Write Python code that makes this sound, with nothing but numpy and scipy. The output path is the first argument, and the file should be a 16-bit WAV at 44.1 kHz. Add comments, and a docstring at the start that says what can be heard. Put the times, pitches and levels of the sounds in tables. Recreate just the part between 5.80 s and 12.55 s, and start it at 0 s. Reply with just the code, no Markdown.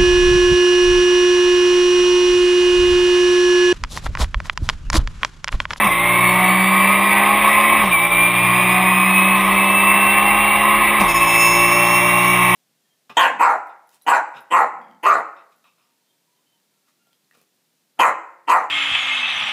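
"""Stripped race car cabin at full throttle: three firings per engine cycle ring the modes of the shell.
Straight-cut gears whine, an axle tone follows road speed, rattle, road noise and a low boom lie below;
three quick upshifts drop the revs with a clunk. Sources are tone sums and shaped noise.
The camera samples at 12 kHz and holds each value, which mirrors the whole roar around 12 kHz."""
import sys
import numpy as np
from scipy import signal
from scipy.fft import rfft, irfft
from scipy.io import wavfile
from scipy.ndimage import uniform_filter1d

SR = 44100
rng = np.random.default_rng(int(sys.argv[2]) if len(sys.argv) > 2 else 0)


def inscribe(sig):
    """Save sig as 16-bit PCM at rate SR to the path in sys.argv[1].

    A 1-D sig is mono; a 2-D sig holds one channel per row.
    Samples are clipped to [-1, 1] before scaling.
    """
    pcm = np.round(np.clip(np.atleast_2d(sig).T, -1, 1) * 32767)
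    wavfile.write(sys.argv[1], SR, pcm.astype(np.int16))


def elevation(decibels):
    """Turn decibel levels (scalar or array-like) into linear amplitude ratios."""
    levels = np.asarray(decibels, float)
    return 10 ** (levels / 20)


N = 297675
FRAME, HOP = 2048, 512  # samples
FIRINGS_PER_CYCLE = 3

# road speed as axle tone: t/s, f/Hz
AXLE_TONE = [(0, 526), (.35, 557), (.9, 596.5), (1.5, 636), (1.95, 662), (2.2, 664), (2.45, 679),
             (3, 707.5), (3.4, 727.5), (3.9, 751), (4.7, 783.7), (5.15, 798), (5.45, 806), (5.8, 817),
             (6.2, 830), (6.75, 850)]
# upshifts: rev drop t/s, next gear bite t/s, ignition cut/dB, shuffle f/Hz, shuffle depth/dB, wind-up/Hz
UPSHIFTS = [(0.027, 0.105, -1.5, 17, -1.5, 0.47), (2.005, 2.118, -2, 7.4, -2, 1.52),
            (5.185, 5.283, -0.5, 16.4, -2.5, 0.408)]
# gear after each shift: exhaust/dB, rattle/dB, noise fill above 5150 Hz/dB, mesh tone/dB, octave peak/dB, bite
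# to peak/s
LEVELS_BY_GEAR = [(2.5, -19, -0.5, -22.5, -42.5, 0.78), (1.57, -19.5, -0.5, -14.5, -48.5, .8),
                  (3, -18, 8.5, -15.5, -27, 0.45)]


def evened(x):
    """Scales to rms 1."""
    return x / np.sqrt(np.mean(x ** 2) + 1e-20)


def read(points, hz):
    """Reads a spectrum on a log frequency axis."""
    f, value = np.transpose(points)
    return np.interp(np.log(hz + 1), np.log(f + 1), value)


def curve(rows, t):
    """Reads a two-column table over time."""
    times, values = np.transpose(rows)
    return np.interp(t, times, values)


def smoothed(grid, bins, frames):
    """Running mean over frequency, then time."""
    return uniform_filter1d(uniform_filter1d(grid, size=bins, axis=0), size=frames, axis=1)


def waver(hz):
    """Slow random drift of rms 1, up to about hz."""
    knots = rng.standard_normal(int(N / SR * 40) + 2)
    knots = uniform_filter1d(knots, max(1, round(20 / hz)))
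    return evened(np.interp(np.arange(N), np.linspace(0, N, len(knots)), knots))


def noise(magnitude):
    """Noise with the given bins x frames magnitude."""
    a, b = rng.standard_normal(magnitude.shape[::-1] + (2,)).T
    return signal.istft((a + 1j * b) * magnitude, nperseg=FRAME, noverlap=FRAME - HOP)[1][:N]


def drifting_patches(hz):
    """Time-frequency gains that drift at random, shared by road and rattle."""
    grid = rng.standard_normal((N // HOP + 5, len(hz))).T
    return elevation(1.43 * evened(smoothed(grid, 14, 4)))


def cabin(hz):
    """Complex sum of shell and air modes; neighbours of like polarity leave a notch between them."""
    # f/Hz, width/Hz, level/dB, signed share at the microphone
    modes = [(121.35, 3.7, -57.5, 1), (188.75, 12.1, -43.5, -0.71), (218, 8, -88, 0.83),
             (291, 47, -46, -0.62), (340.6, 81, -45.5, 0.66), (410.7, 26, -48, -0.55),
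             (454, 13, -50, -0.56), (554.2, 18.3, -45.5, 0.81), (589.3, 12, -36.5, -0.67),
             (683.4, 41, -42, 0.6), (743.5, 6.7, -33, -1.04), (816, 18.4, -38, 1),
             (919.7, 24.2, -36.5, -1.16), (1040, 33.8, -28, 0.85), (1093.4, 34.5, -27.5, -1.103),
             (1244, 49, -33.5, 0.77), (1348, 8.4, -41.5, -0.87), (1414, 155, -48.5, 0.45),
             (1542, 15, -41.5, -0.95), (1790.5, 59.4, -23.5, 1), (1791, 44, -23.5, -1.007),
             (1942, 33, -28.5, 0.82), (2045, 60, -26, -0.5), (2099, 31, -25, 0.7),
             (2281, 58.8, -22.5, -0.65), (2410, 230, -37.5, 0.89), (2466, 26, -35.5, -1.27),
             (2653, 33.4, -34, 0.52)]
    return sum(sign * elevation(db) / (1 + 2j * (hz - f) / width) for f, width, db, sign in modes)


def revs(t):
    """Engine cycles/s: road speed over gear ratio, dragged down in each shift, then winding the shafts."""
    # axle tone periods per engine cycle, before the first shift and after each
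    axle_per_cycle = [7.48, 9.33, 11.42, 14.05]
    drop_ease, wind_up_decay_s = 1.5, 0.084  # ease above 1: revs fall fastest at first
    axle_hz = curve(AXLE_TONE, t)
    cycle_hz = axle_hz / axle_per_cycle[0]
    for k, (start, bite, _, shuffle_hz, _, wind_hz) in enumerate(UPSHIFTS):
        age = np.maximum(t - bite, 0)
        shifted = 1 - np.clip((bite - t) / (bite - start), 0, 1) ** drop_ease
        cycle_hz += shifted * axle_hz * (1 / axle_per_cycle[k + 1] - 1 / axle_per_cycle[k])
        ringing = np.exp(-age / wind_up_decay_s) * np.cos(2 * np.pi * shuffle_hz * age)
        cycle_hz += wind_hz * shifted * ringing
    return cycle_hz


def per_gear(t, axis):
    """One column of the gear levels over time, in dB, smoothed across each bite."""
    bites = [row[1] for row in UPSHIFTS[1:]]
    stepped = np.transpose(LEVELS_BY_GEAR)[axis][np.searchsorted(bites, t)]
    return uniform_filter1d(stepped, size=2000, mode="nearest")


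def slack(t):
    """After each bite the driveline shuffles and tooth load comes and goes; returns a gain."""
    # brief level dips in the long gear: t/s, half length/s, level/dB
    brief_dips = [(2.289, 0.019, -4.5), (2.53, 0.047, -1.5)]
    decay_s, lag_s = 0.19, 0.024
    db = sum(dip_db * np.exp(-((t - s) / half) ** 2) for s, half, dip_db in brief_dips)
    for _, bite, _, shuffle_hz, depth_db, _ in UPSHIFTS:
        age = np.maximum(t - bite - lag_s, 0)
        db += depth_db * np.exp(-age / decay_s) * np.sin(np.pi * shuffle_hz * age) ** 2
    return elevation(db)


def cut(t):
    """Ignition is cut while the revs drop and comes back after the bite, in dB."""
    onset_s, recovery_s = 0.037, 0.042
    return sum(db * np.clip((t - start) / onset_s, 0, 1) * np.exp(-np.maximum(t - bite, 0) / recovery_s)
               for start, bite, db, *_ in UPSHIFTS)


def road(t, hz, patches):
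    """Road rumble below, thin hiss above the modes: shaped noise in drifting patches."""
    # f/Hz, level/dB per Hz ahead of the patches and top band gain
    road_spectrum = [(20, -104), (35, -83), (65, -69), (100, -63.5), (300, -76), (1000, -66), (2700, -66.5),
                     (3100, -60.5), (3800, -60), (4000, -74.5), (4600, -80), (5300, -78.5), (5600, -84.5),
                     (6000, -90.5)]
    thin_hiss_hz, half_width_hz, thin_hiss_db_per_hz = 5770, 70, -76.5
    top_band_from_hz = 5150  # noise above this is fuller after the last shift
    thin_hiss = elevation(thin_hiss_db_per_hz) / (1 + ((hz - thin_hiss_hz) / half_width_hz) ** 4)
    density = elevation(read(road_spectrum, hz)) + thin_hiss
    frame_t = np.arange(patches.shape[1]) * HOP / SR
    top_band_db = np.interp(frame_t, t, per_gear(t, axis=2))
    gains = patches * elevation(np.outer(hz > top_band_from_hz, top_band_db))
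    rms = np.sqrt(np.sum(density ** 2) * hz[1])
    return evened(noise(density[:, None] * gains)) * rms


def boom(t):
    """Road bumps ring the floor pan in lumps: noise band-passed by a narrow fourth-power bell at 45 Hz."""
    # t/s, level/dB
    boom_level = [(0, -40), (.5, -48), (1.5, -51), (2.7, -41), (3.3, -48), (4.2, -44), (5.1, -38),
                  (5.3, -30), (5.6, -41), (6.75, -40)]
    boom_hz, half_width_hz = 45, 3.1
    bell = 1 / (1 + ((np.fft.rfftfreq(N, 1 / SR) - boom_hz) / half_width_hz) ** 4)
    lumps = irfft(rfft(rng.standard_normal(N)) * bell, N)
    return evened(lumps) * elevation(curve(boom_level, t))


def rattle(t, hz, patches, cycle_hz, cycles):
    """Random rattle through the cabin modes, louder with revs, puffing with each firing."""
    # drive into the modes: f/Hz, level/dB
    mode_drive = [(60, 15), (200, -0.5), (500, 3), (800, 0), (1100, -1.5), (1500, -0.5), (1900, -4),
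                  (2300, -4), (2750, 5), (2850, 7.5), (6000, -4)]
    db_per_hz, from_hz, pulse_depth = 0.3549, 58.9, 0.13  # Hz of the engine cycle
    body = abs(cabin(hz)) * elevation(read(mode_drive, hz))
    level = elevation(per_gear(t, axis=1) + 0.47 * waver(14)) * slack(t)
    level *= elevation(db_per_hz * (cycle_hz - from_hz))
    level *= 1 + pulse_depth * np.cos(2 * np.pi * FIRINGS_PER_CYCLE * cycles)
    return evened(noise(body[:, None] * patches)) * level


def clunks(t):
    """Dog rings slam home: short coloured noise bursts, exponential decay."""
    # t/s, level/dB, t60/s, treble/dB
    dog_hits = [(.04, -19.5, 0.32, -5), (2.03, -15, 0.21, -7), (5.2, -12, 0.3, -5), (5.29, -24, 0.11, 10)]
    # f/Hz, level/dB
    hit_colour = [(30, -7), (50, -27), (110, -16), (320, -13), (500, -12), (900, -8), (3000, -37),
                  (6000, -23)]
    attack_s, split_hz = 0.0074, 2500
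    hz = np.fft.rfftfreq(N, 1 / SR)
    whole = evened(irfft(rfft(rng.standard_normal(N)) * elevation(read(hit_colour, hz)), N))
    low = irfft(rfft(whole) / (1 + (hz / split_hz) ** 4), N)
    out = np.zeros(N)
    for s, db, t60, treble_db in dog_hits:
        age = np.maximum(t - s, 0)
        envelope = elevation(db - 60 * age / t60) * np.minimum(age / attack_s, 1)
        out += envelope * (low + elevation(treble_db) * (whole - low))
    return out


def gears(t, cycles):
    """The loaded pair sings at teeth x speed, plus octave; the axle follows road speed across shifts."""
    # mesh periods per engine cycle, one for each gear
    teeth_per_cycle = [36, 40, 46]
    # gearbox case response: f/Hz, level/dB
    case_response = [(2080, 4.5), (2300, 0), (2385, -0.5), (2425, -6), (2475, -6), (2545, -1.5), (2575, -4),
                     (2592, -20), (2610, -5), (2660, -0.5), (2700, -4.5), (2750, -8), (2795, -22)]
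    octave_rise_db_per_s, octave_fade_db_per_s, axle_db = 16, 18, -37
    cycle_hz = revs(t)
    ends = [row[0] for row in UPSHIFTS[1:]] + [np.inf]
    out = np.zeros(N)
    for shift, end, teeth, levels in zip(UPSHIFTS, ends, teeth_per_cycle, LEVELS_BY_GEAR):
        bite, (mesh_db, peak_db, peak_after_s) = shift[1], levels[3:]
        loaded = uniform_filter1d(1. * (t > bite) * (t < end), size=800, mode="nearest")
        phase = 2 * np.pi * teeth * cycles
        tone_db = mesh_db + read(case_response, teeth * cycle_hz) + 1.37 * waver(10)
        tone = elevation(tone_db) * np.cos(phase + 0.27 * waver(15))
        past = t - bite - peak_after_s
        swell_db = np.minimum(octave_rise_db_per_s * past, -octave_fade_db_per_s * past)
        octave_db = peak_db + swell_db + 2.96 * waver(7)  # flutters
        octave = elevation(octave_db) * np.cos(2 * phase + 0.2 * waver(20))
        out += loaded * (tone + octave)
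    axle_phase = 2 * np.pi * np.cumsum(curve(AXLE_TONE, t)) / SR
    out += elevation(axle_db + 1.5 * waver(4)) * np.cos(axle_phase)
    return np.sqrt(2) * out


def exhaust(t, cycle_hz, cycles):
    """Every multiple of the cycle rate swells and fades as it sweeps across the cabin modes."""
    # multiple of the cycle rate, level/dB ahead of the modes
    order_levels = [(1, -8), (2, 24), (3, 24), (4, 13), (5, 12), (6, 17), (7, 11.5), (8, 13), (9, 4.5),
                    (10, 9.5), (11, 1), (12, 9), (13, -34), (14, 7), (15, 5.5), (16, 3), (17, -0.5),
                    (18, 2.5), (19, 5), (20, 2.5), (21, -8), (22, -21), (23, 8.5), (24, 1.5), (25, 2.5),
                    (26, 2), (27, -20), (28, 2.5), (29, -1.5), (30, -3), (31, -1), (32, 0), (33, -7),
                    (34, -11), (35, -9.5), (36, -46), (37, 1.5), (38, 0.5), (39, -2), (40, -31), (41, 2),
                    (42, -27), (43, -17), (44, 9.5)]
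    order_wander_db = 1.5  # slow drift of each order but the firing note
    upper_cut = 2.5  # orders above firing lose this many times the cut dB
    build_db, build_s = -1, 0.32  # weaker in a new gear, then builds up
    coarse = slice(0, N, 256)
    cut_db = cut(t)[coarse]
    out = np.zeros(N)
    for order, db in order_levels:
        body = cabin(order * cycle_hz[coarse])
        # no two cycles burn alike
        uneven = evened(uniform_filter1d(rng.standard_normal(len(body)), size=8))
        wander = evened(uniform_filter1d(rng.standard_normal(len(body)), size=60))
        drift_db = 1.34 * min(order / 8, 1) * uneven
        drift_db += order_wander_db * wander * (order != FIRINGS_PER_CYCLE)
        drift_db += cut_db * (upper_cut if order > FIRINGS_PER_CYCLE else 1)
        size = np.interp(t, t[coarse], abs(body) * elevation(drift_db))
        lag = np.interp(t, t[coarse], np.unwrap(np.angle(body)))
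        out += elevation(db) * size * np.cos(2 * np.pi * (order * cycles + rng.random()) + lag)
    building_db = sum(build_db * (t > bite) * np.exp(-abs(t - bite) / build_s)
                      for _, bite, *_ in UPSHIFTS)
    return np.sqrt(2) * out * elevation(per_gear(t, axis=0) + uniform_filter1d(building_db, size=1000))


def scene():
    """Sums all sources in mono; the right channel is slightly louder."""
    t = np.arange(N) / SR
    cycle_hz = revs(t)
    cycles = np.cumsum(cycle_hz) / SR
    hz = np.fft.rfftfreq(FRAME, 1 / SR)
    patches = drifting_patches(hz)
    load = slack(t)
    mid = road(t, hz, patches) + boom(t) + rattle(t, hz, patches, cycle_hz, cycles) + clunks(t)
    mid += gears(t, cycles) * load ** 4  # the whine shows the shuffle most
    mid += exhaust(t, cycle_hz, cycles) * load
    return np.outer(elevation([-0.3, 0.3]), mid)


def haze(x):
    """Noise shaped like the blurred sound, flickering band by band, opposite in the two channels."""
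    # f/Hz, level/dB relative to the blurred sound, ahead of flicker
    haze_level = [(30, -49), (70, -18), (150, -31), (300, -18), (1000, -24), (2500, -23.5), (5000, -12.5),
                  (9000, -21.5), (13000, -12.5)]
    flicker_db = 5
    hz, _, z = signal.stft(x.mean(0), SR, nperseg=FRAME, noverlap=FRAME - HOP)
    a, b, c = rng.standard_normal((z.shape[1], len(hz), 3)).T
    flicker = evened(smoothed(c, 10, 3))
    blurred = np.sqrt(abs(uniform_filter1d(abs(z) ** 2, size=5, axis=0)))
    side = blurred * (a + 1j * b) * elevation(read(haze_level, hz)[:, None] + flicker_db * flicker)
    return np.outer([1, -1], signal.istft(side, SR, nperseg=FRAME, noverlap=FRAME - HOP)[1][:N])


def sparse(x):
    """Silences treble bins that stay under the threshold, leaving holes between the loud bands."""
    # f/Hz, level/dB per bin; bins below the first f are kept
    bin_threshold = [(3600, -82), (4200, -64), (6000, -70), (8000, -64.5), (12000, -67.5), (15200, -67),
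                     (15400, -53)]
    hz, _, z = signal.stft(x, SR, nperseg=FRAME, noverlap=FRAME - HOP)
    power = uniform_filter1d(uniform_filter1d(abs(z) ** 2, size=3, axis=1), size=3, axis=2)
    loud = power > elevation(2 * read(bin_threshold, hz))[:, None]
    keep = loud | (hz < bin_threshold[0][0])[:, None]
    return signal.istft(z * keep, SR, nperseg=FRAME, noverlap=FRAME - HOP)[1][:, :N]


def roll_off(x):
    """The treble ends steeply here."""
    return signal.sosfilt(signal.butter(12, 16330, fs=SR, output="sos"), x)


def record(dry):
    """Preamp cuts deep bass and rounds peaks; holding slow samples four steps mirrors sound into treble."""
    held_rate, play_rate = 12000, 48000  # Hz
    slow = signal.resample_poly(dry, held_rate, SR, axis=1)
    slow = signal.sosfilt(signal.butter(2, 36, "high", fs=held_rate, output="sos"), slow)
    rounded = slow / (1 + abs(slow / 0.95) ** 6) ** (1 / 6)
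    held = np.repeat(rounded, play_rate // held_rate, axis=1)
    x = signal.resample_poly(held, SR, play_rate, axis=1)[:, :N]
    mix = sparse(x + haze(x))
    return roll_off(mix)


dry = scene()
out = record(dry)
inscribe(out)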